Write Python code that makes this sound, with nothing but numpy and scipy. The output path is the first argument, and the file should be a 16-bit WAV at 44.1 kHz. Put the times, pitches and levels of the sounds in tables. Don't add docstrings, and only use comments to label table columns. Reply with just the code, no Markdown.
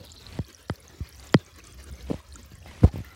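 import sys
import numpy as np
from scipy import signal
from scipy.fft import rfft, irfft
from scipy.io import wavfile
from scipy.ndimage import uniform_filter1d

SR = 44100
rng = np.random.default_rng(int(sys.argv[2]) if len(sys.argv) > 2 else 0)


def attenuation_scalar(level_db):
    decades = np.asarray(level_db, float) / 20
    return 10 ** decades


def transcribe(signal):
    frames = np.atleast_2d(signal).T
    limited = np.clip(frames, -1, 1)
    pcm = np.round(limited * 32767).astype(np.int16)
    wavfile.write(sys.argv[1], SR, pcm)


N = 138915

# t/s, wash level/dB, spray level/dB
STREAM = [
    (0.0, -52, -53),
    (.6, -53, -55.5),
    (1.05, -50.5, -56),
    (1.25, -51, -45.5),
    (1.45, -55, -56.5),
    (1.65, -52, -56.5),
    (2.1, -52.5, -54),
    (2.4, -50.5, -59),
    (3.15, -58.5, -59),
]
RISE = 0.013


def evened(x):
    return x / np.sqrt(np.mean(x ** 2) + 1e-20)


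def read(points, hz):
    f, value = np.transpose(points)
    return np.interp(np.log(hz + 1), np.log(f + 1), value)


def along(table, axis):
    rows = np.array(table)
    return np.interp(np.arange(N) / SR, rows[:, 0], rows[:, axis])


def add(mix, s, sound):
    part = mix[max(round(s * SR), 0):][:len(sound)]
    part += sound[:len(part)]


def hiss(colour, patchy_db, flicker_db, size, count=9):
    hop = size // 4
    frames, hz = N // hop + 5, np.fft.rfftfreq(size, 1 / SR)
    a, b, patches = rng.standard_normal((frames, len(hz), 3)).T
    patches = uniform_filter1d(patches, size=3, axis=0)
    patches = evened(uniform_filter1d(patches, size=count, axis=1))
    flicker = evened(uniform_filter1d(rng.standard_normal(frames), size=4))
    level_db = read(colour, hz)[:, None] + patchy_db * patches + flicker_db * flicker
    z = (a + 1j * b) * attenuation_scalar(level_db)
    return evened(signal.istft(z, nperseg=size, noverlap=size - hop)[1][:N])


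def band(hz, width):
    f = np.fft.rfftfreq(N, 1 / SR)
    gain = np.exp(-((f - hz) / width) ** 2)
    return evened(irfft(rfft(rng.standard_normal(N)) * gain, N))


def bubble(hz, cycles, rise):
    u = np.arange(0, 2, hz / SR / cycles)
    swell = (u / 0.27 * np.exp(1 - u / 0.31)) ** 2
    return np.sin(2 * np.pi * cycles * u * (1 + rise * u)) * swell


def random_clicks(per_s, spread_db, limit):
    return attenuation_scalar(spread_db * np.minimum(rng.exponential(1, N), limit)) * (rng.random(N) < per_s / SR)


def wash():
    # f/Hz, density/dB
    wash_colour = [(88, -64), (150, 3), (578, -3.5), (854, -8.5), (998, -5), (1720, -5.5), (2810, -9),
                   (5680, -11), (10000, -25.5), (16000, -21)]
    return attenuation_scalar(along(STREAM, axis=1) - 2.0) * hiss(wash_colour, patchy_db=4.0, flicker_db=3.35, size=1024, count=14)


def spray():
    # f/Hz, density/dB
    spray_colour = [(530, -40), (900, -10), (1020, -88), (1660, -28.5), (2600, 18), (4980, 17.5),
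                    (6330, 14.5), (16000, -9)]
    size = random_clicks(per_s=900, spread_db=11, limit=2.6)
    kind, out = rng.integers(0, 30, N), np.zeros(N)
    for k, hz in enumerate(np.geomspace(1000, 15500, 30)):
        grain = bubble(hz, 9.3 + 1.4 * rng.random(), 0.032) * attenuation_scalar(read(spray_colour, hz)) * hz ** 1.46
        out += signal.oaconvolve(size * (kind == k), grain)[:N]
    return evened(out)


def ticks():
    ticks_per_s, ticks_db = 300, -6
    out = np.zeros(N)
    for hz in np.geomspace(6000, 15500, 8):
        clicks = random_clicks(ticks_per_s / 8, spread_db=4, limit=2.5)
        out += signal.oaconvolve(clicks, bubble(hz, 5, .05))[:N]
    return attenuation_scalar(ticks_db) * evened(out)


def gurgle():
    centre_hz, width_hz, level_db, end_s = 4100, 1900, -57.5, .3
    t, out = np.arange(N) / SR, np.zeros(N)
    for place in (-.25, -.15, -.05, .1, .35, .65):
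        clicks = random_clicks(per_s=40, spread_db=6.1, limit=2)
        out += signal.oaconvolve(clicks, bubble(centre_hz + width_hz * place, 10, .04))[:N]
    return attenuation_scalar(level_db) * evened(out) * np.clip((end_s - t) / 0.013, 0, 1)


def sway():
    sway_hz, sway_db = 63.9, -1.5
    turns = np.cumsum(sway_hz * (1 + 0.1011 * band(0, 7.49))) / SR
    return attenuation_scalar(sway_db + 1.0 * band(0, 24)) * np.sin(2 * np.pi * turns)


def tremor():
    # t/s, level/dB
    tremor_level = [(0, -49.5), (.2, -54), (.36, -43.5), (.5, -64), (.95, -56.5), (1.25, -47), (1.5, -57.5),
                    (1.78, -46), (1.85, -56.5), (1.92, -35), (1.96, -56), (2.02, -39.5), (2.24, -55),
                    (2.33, -47), (2.55, -48), (2.62, -48), (2.8, -46.5), (3.15, -52)]
    # f/Hz, density/dB
    rumble_colour = [(18, -45), (30, -32), (46, -1), (65, 8), (97, 0), (204, -13), (238, -23), (400, -39.5),
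                     (520, -57), (880, -120)]
    rumble = hiss(rumble_colour, patchy_db=3.5, flicker_db=0.5, size=2048) + sway()
    mic_low_cut = signal.butter(5, 55, "high", fs=SR, output="sos")
    return signal.sosfilt(mic_low_cut, attenuation_scalar(along(tremor_level, axis=1) + 0.5) * rumble)


def whistle():
    return attenuation_scalar(-81) * band(10550, 80)


def knock(peak_db, hard, shallow, late, echo_db):
    late_s, late_power = 0.01214, 1.526
    knee_hz, case_low_hz, slope_db = 157.4, 36.8, -3
    body_hz, body_width_hz, body_db = 83.5, 59, 8.5
    shell_hz, shell_width_hz, shell_db = 151, 47, -5
    hollow_hz, hollow_width_hz, hollow = 774, 134, 0.23
    echo_s = 0.00396
    hz = np.fft.rfftfreq(8192, 1 / SR) + 1
    delay_s = 0.001293 + late * late_s * (100 / np.maximum(hz, 55)) ** late_power
    low = (hz / (case_low_hz * 2 ** shallow)) ** 7
    gain = low / (1 + low) * attenuation_scalar(slope_db * np.log2(1 + hz / knee_hz))
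    gain = gain * np.exp(-(hz / (100 * 2 ** hard)) ** 1.326)
    body = 1 + attenuation_scalar(body_db) / (1 + 2j * (hz - body_hz) / body_width_hz)
    body = body + attenuation_scalar(shell_db) / (1 + 2j * (hz - shell_hz) / shell_width_hz)
    body = body * (1 - hollow / (1 + 2j * (hz - hollow_hz) / hollow_width_hz))
    when, sign = rng.random((3, 1)), rng.choice([-1, 1], (3, 1))
    echoes = 1 + attenuation_scalar(echo_db) * (sign * np.exp(-2j * np.pi * hz * echo_s * when)).sum(0)
    spread = np.exp(-2j * np.pi * np.cumsum(delay_s) * SR / 8192)
    x = irfft(gain * body * echoes * spread)[:6000]
    return attenuation_scalar(peak_db) * x / abs(x).max()


def skin():
    # f/Hz, density/dB
    skin_colour = [(88, -70), (150, 0.5), (324, -31), (355, -11), (1150, -17.5), (1310, -20), (1780, -18.5),
                   (2140, -15.5), (12000, -34.5), (15600, -86), (22000, -120)]
    return hiss(skin_colour, patchy_db=1.5, flicker_db=1.5, size=256)


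def bumps(friction):
    # t/s, peak level/dB, hardness/octaves, shallowness/octaves
    pushes = [(0.009, -40.5, 3.3, 0.59), (1.924, -50, 3.2, 0.41), (2.088, -35, 1.7, 1.3),
              (2.1, -22, 2, 3.1), (2.104, -20, 2.1, 2.5), (2.111, -14, 2.54, 1.65), (2.13, -28, 2.5, 3.1),
              (2.134, -34, 2.2, 3.3), (2.14, -23.5, 3.1, 0.68), (2.517, -40.5, 2.3, 0.24),
              (2.533, -36, 1.1, 0.21), (2.659, -34, 3.2, 3.5), (2.821, -21.5, 1, 1.4),
              (2.828, -24, 1.6, 1.4), (2.834, -13.5, 2.45, 2.54), (2.838, -2.5, 1.44, 0.6),
              (2.844, -12.5, 2.7, 2), (2.848, -15.5, 2.5, 3.3), (2.872, -28, 2, 0.4),
              (2.888, -40, 2.6, 0.58), (2.911, -44, 2.1, 1.9), (2.938, -26, 1.7, 1.1),
              (2.957, -23.5, 2.4, 1.3), (2.969, -30, 1.4, 0.71), (2.984, -28.5, 2.4, 0.6),
              (3.002, -28, 1.7, 0.92)]
    softest_skin, crunch_db, crunch_s = 2.8, -32, 0.007
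    u = np.arange(2000) / SR / crunch_s
    crunch = 4 * u * np.exp(1 - 4 * u)
    out = np.zeros(N)
    for s, peak_db, hard, shallow in pushes:
        add(out, s, knock(peak_db, min(hard, softest_skin), shallow, late=0.533, echo_db=-12))
        part = friction[round(s * SR):][:2000]
        add(out, s, attenuation_scalar(peak_db + crunch_db) * part * crunch[:len(part)])
    return out


def babble():
    # t/s, peak level/dB, f/Hz
    pocket = [(0.0144, -56, 4800), (0.0405, -48, 4300), (0.0525, -42.5, 3950), (0.0706, -40.5, 3800),
              (0.0952, -47, 3960), (0.1008, -39.5, 3820), (0.1244, -40, 5100), (0.1636, -40, 3840),
              (0.196, -43, 4090), (0.2217, -40.5, 3770), (0.2661, -30, 4070), (0.325, -39.5, 4230)]
    out = np.zeros(N)
    for s, db, hz in pocket:
        add(out, s, attenuation_scalar(db - 2.5) * bubble(hz, 11, RISE))
    return out


def bursts():
    # t/s, peak level/dB, f/Hz
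    drops = [(0.0493, -35.5, 10900), (0.1173, -40, 7950), (0.154, -44.5, 8700), (0.2493, -50, 12200),
             (0.4354, -53, 10500), (0.483, -42, 12500), (0.5045, -49, 8820), (0.5282, -45, 10500),
             (0.611, -50, 9330), (0.627, -42, 9400), (0.6963, -46, 8070), (0.708, -41, 9500),
             (0.7377, -44, 10500), (0.7552, -41, 13400), (0.8021, -37, 9900), (1.0896, -35, 10800),
             (1.1623, -44, 13500), (1.2015, -40, 10000), (1.2555, -53, 13200), (1.2715, -51, 8000),
             (1.3229, -46, 8300), (1.3423, -31.5, 10500),
             (1.4481, -43.5, 8100), (1.5599, -40, 8800), (1.5848, -39, 14000), (1.6407, -45, 7940),
                  (1.6631, -45, 8700), (1.6701, -35.5, 7770), (1.7245, -40.5, 8850), (1.7435, -42, 14200),
                  (1.8018, -47, 9590), (1.8278, -41, 9570), (1.8402, -33.5, 9000), (1.8996, -49, 15200),
                  (1.9131, -39, 14200), (1.9255, -41.5, 9200), (2.0273, -38.5, 11500), (2.2847, -47, 8700),
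                  (2.3167, -50, 9070), (2.3291, -42, 9070), (2.3386, -38, 8200), (2.3566, -32.5, 7800),
                  (2.4124, -45, 12500), (2.4299, -40.5, 7650), (2.4593, -41, 14600), (2.5047, -45, 11700),
                  (2.5531, -51, 8900), (2.5531, -41, 7940), (2.587, -46.5, 10100), (2.607, -59, 8000),
                  (2.6629, -62, 8140), (2.6768, -43, 14200), (2.83, -58, 8510), (2.9353, -48.5, 9400),
                  (2.9617, -42, 14800), (2.9772, -39, 14600), (3.046, -36, 14200), (3.1243, -42, 14900)]
    out = np.zeros(N)
    for s, db, hz in drops:
        for k, (lag, shift) in enumerate(rng.random((3, 2))):
            piece_hz = min(hz * (1 + .35 * k * (shift - .4)), 15700)
            piece = bubble(piece_hz, 8, RISE)
            add(out, s + .0006 + .002 * k * lag, attenuation_scalar(db - 4 - 3 * k) * piece)
    return out


def clear_bubbles():
    # t/s, peak level/dB, f/Hz
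    bubbles = [(0.119, -37, 7000), (0.1065, -51, 7000), (0.448, -44.5, 4330), (0.4831, -48.5, 6240),
               (0.5282, -45, 6700), (0.547, -36.5, 5740), (0.757, -45, 4270), (0.8802, -40, 6330),
               (1.072, -44.5, 4370), (1.271, -41.5, 7000), (1.3265, -40, 7000), (1.3715, -42.5, 4070),
               (1.463, -45, 6140), (1.602, -44, 2570), (1.6401, -42.5, 6240), (1.672, -42, 6700),
                    (1.7394, -62, 3440), (1.7967, -56, 1750), (1.8412, -54.5, 1260), (1.9544, -46, 6260),
                    (2.0074, -44, 3940), (2.201, -46, 1040), (2.324, -42, 4090), (2.357, -36, 6900),
                    (2.358, -43.5, 1350), (2.555, -53.5, 2030), (2.6266, -48.5, 2700), (2.6807, -54, 2100),
                    (2.8322, -38.5, 1450), (3.046, -46, 1780)]
    out = np.zeros(N)
    for s, db, hz in bubbles:
        add(out, s, attenuation_scalar(db) * bubble(hz, 7.35 * (1.33 + hz / 9000), RISE))
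    return out


def room(near):
    t60_s, room_db = 0.03, -12.5
    t = np.arange(6000) / SR
    tail = rng.standard_normal(6000) * attenuation_scalar(-60 * t / t60_s) * (t > .002)
    return attenuation_scalar(room_db) * signal.oaconvolve(near, tail / np.linalg.norm(tail))[:N]


def rubs(friction):
    # start t/s, length/s, level/dB, rise share/1
    strokes = [
        (0.221, .17, -47.5, 0.93),
        (1.18, 0.23, -53.5, 0.27),
        (2.054, 0.16, -49, 0.45),
        (2.658, 0.17, -48, 0.068),
        (2.773, 0.12, -53, 1),
        (2.926, 0.11, -48.5, 0.044),
        (3.032, 0.19, -53.5, 0.068),
    ]
    out = np.zeros(N)
    for s, length_s, db, share in strokes:
        u, share = np.arange(0, 1, 1 / (length_s * SR)), np.clip(share, .02, .98)
        shape = np.minimum(u / share, (1 - u) / (1 - share)) ** 0.39
        part = friction[round(s * SR):][:len(u)]
        add(out, s, attenuation_scalar(db) * shape[:len(part)] * part)
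    return out


def nail(peak_db):
    # f/Hz, level/dB, T60/s
    case_modes = [(1326, 4, 0.013), (1955, 5, 0.012), (2480, -7.5, 0.014), (3185, 2, 0.0091),
                  (4850, 9, 0.0033), (7330, -6.5, 0.0044), (10300, -11, 0.0026), (14200, -28, 0.0033)]
    t, x = np.arange(900) / SR, np.zeros(900)
    for k, (hz, db, t60_s) in enumerate(case_modes):
        x += (-1) ** k * attenuation_scalar(db - 60 * t / t60_s) * np.sin(2 * np.pi * hz * t)
    x = x * np.minimum(t / 0.00032, 1)
    return attenuation_scalar(peak_db) * x / abs(x).max()


def taps():
    # t/s, peak level/dB, hardness/octaves, shallowness/octaves, nail level/dB
    finger_taps = [
        (0.389, -19.5, 2.56, 0.99, -32),
        (0.697, -18.5, 3.67, 1.08, -21.5),
        (1.0044, -24.5, 1.2, 0.48, -55),
        (1.3422, -6, 2.83, 1.73, -4.5),
    ]
    late_per_db = 0.0669
    out = np.zeros(N)
    for s, peak_db, hard, shallow, nail_db in finger_taps:
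        late = 0.916 + late_per_db * (peak_db + 20)
        add(out, s, knock(peak_db, hard, shallow, late, echo_db=-19))
        add(out, s, nail(nail_db))
    return out


def squeaks():
    # start t/s, length/s, level/dB, f/Hz
    slides = [
        (2.66, 0.071, -57, 2045),
        (2.867, .04, -49, 800),
        (3.034, 0.16, -58, 1380),
        (3.044, 0.1, -58.5, 2000),
    ]
    out = np.zeros(N)
    for s, length_s, db, hz in slides:
        part = band(hz, 110)[:round(length_s * SR)]
        add(out, s, attenuation_scalar(db) * part * np.hanning(len(part)) ** 0.15)
    return out


def scrapes():
    # start t/s, length/s, level/dB
    cloth_moves = [
        (2.92, .12, -68),
        (3.03, .16, -67),
    ]
    cloth = band(13300, 1100) * attenuation_scalar(1.6 * band(0, 60))
    out = np.zeros(N)
    for s, length_s, db in cloth_moves:
        part = cloth[round(s * SR):][:round(length_s * SR)]
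        add(out, s, attenuation_scalar(db) * part * np.hanning(len(part)) ** .5)
    return out


def water():
    near = attenuation_scalar(along(STREAM, axis=2) - 8.5) * (spray() + ticks())
    near = near + gurgle() + babble() + bursts() + clear_bubbles()
    return near + room(near) + wash()


def hand():
    friction = skin()
    return tremor() + bumps(friction) + rubs(friction) + taps() + squeaks() + scrapes()


def scene():
    dry = water() + whistle() + hand()
    edge = signal.firwin(301, 15950, window=("kaiser", 8), fs=SR)
    return signal.oaconvolve(dry, edge, "same")[None]


def band_limit(x):
    return signal.sosfilt(signal.butter(12, 16640, fs=SR, output="sos"), x)


def record(dry):
    return band_limit(dry)


dry = scene()
out = record(dry)
transcribe(out)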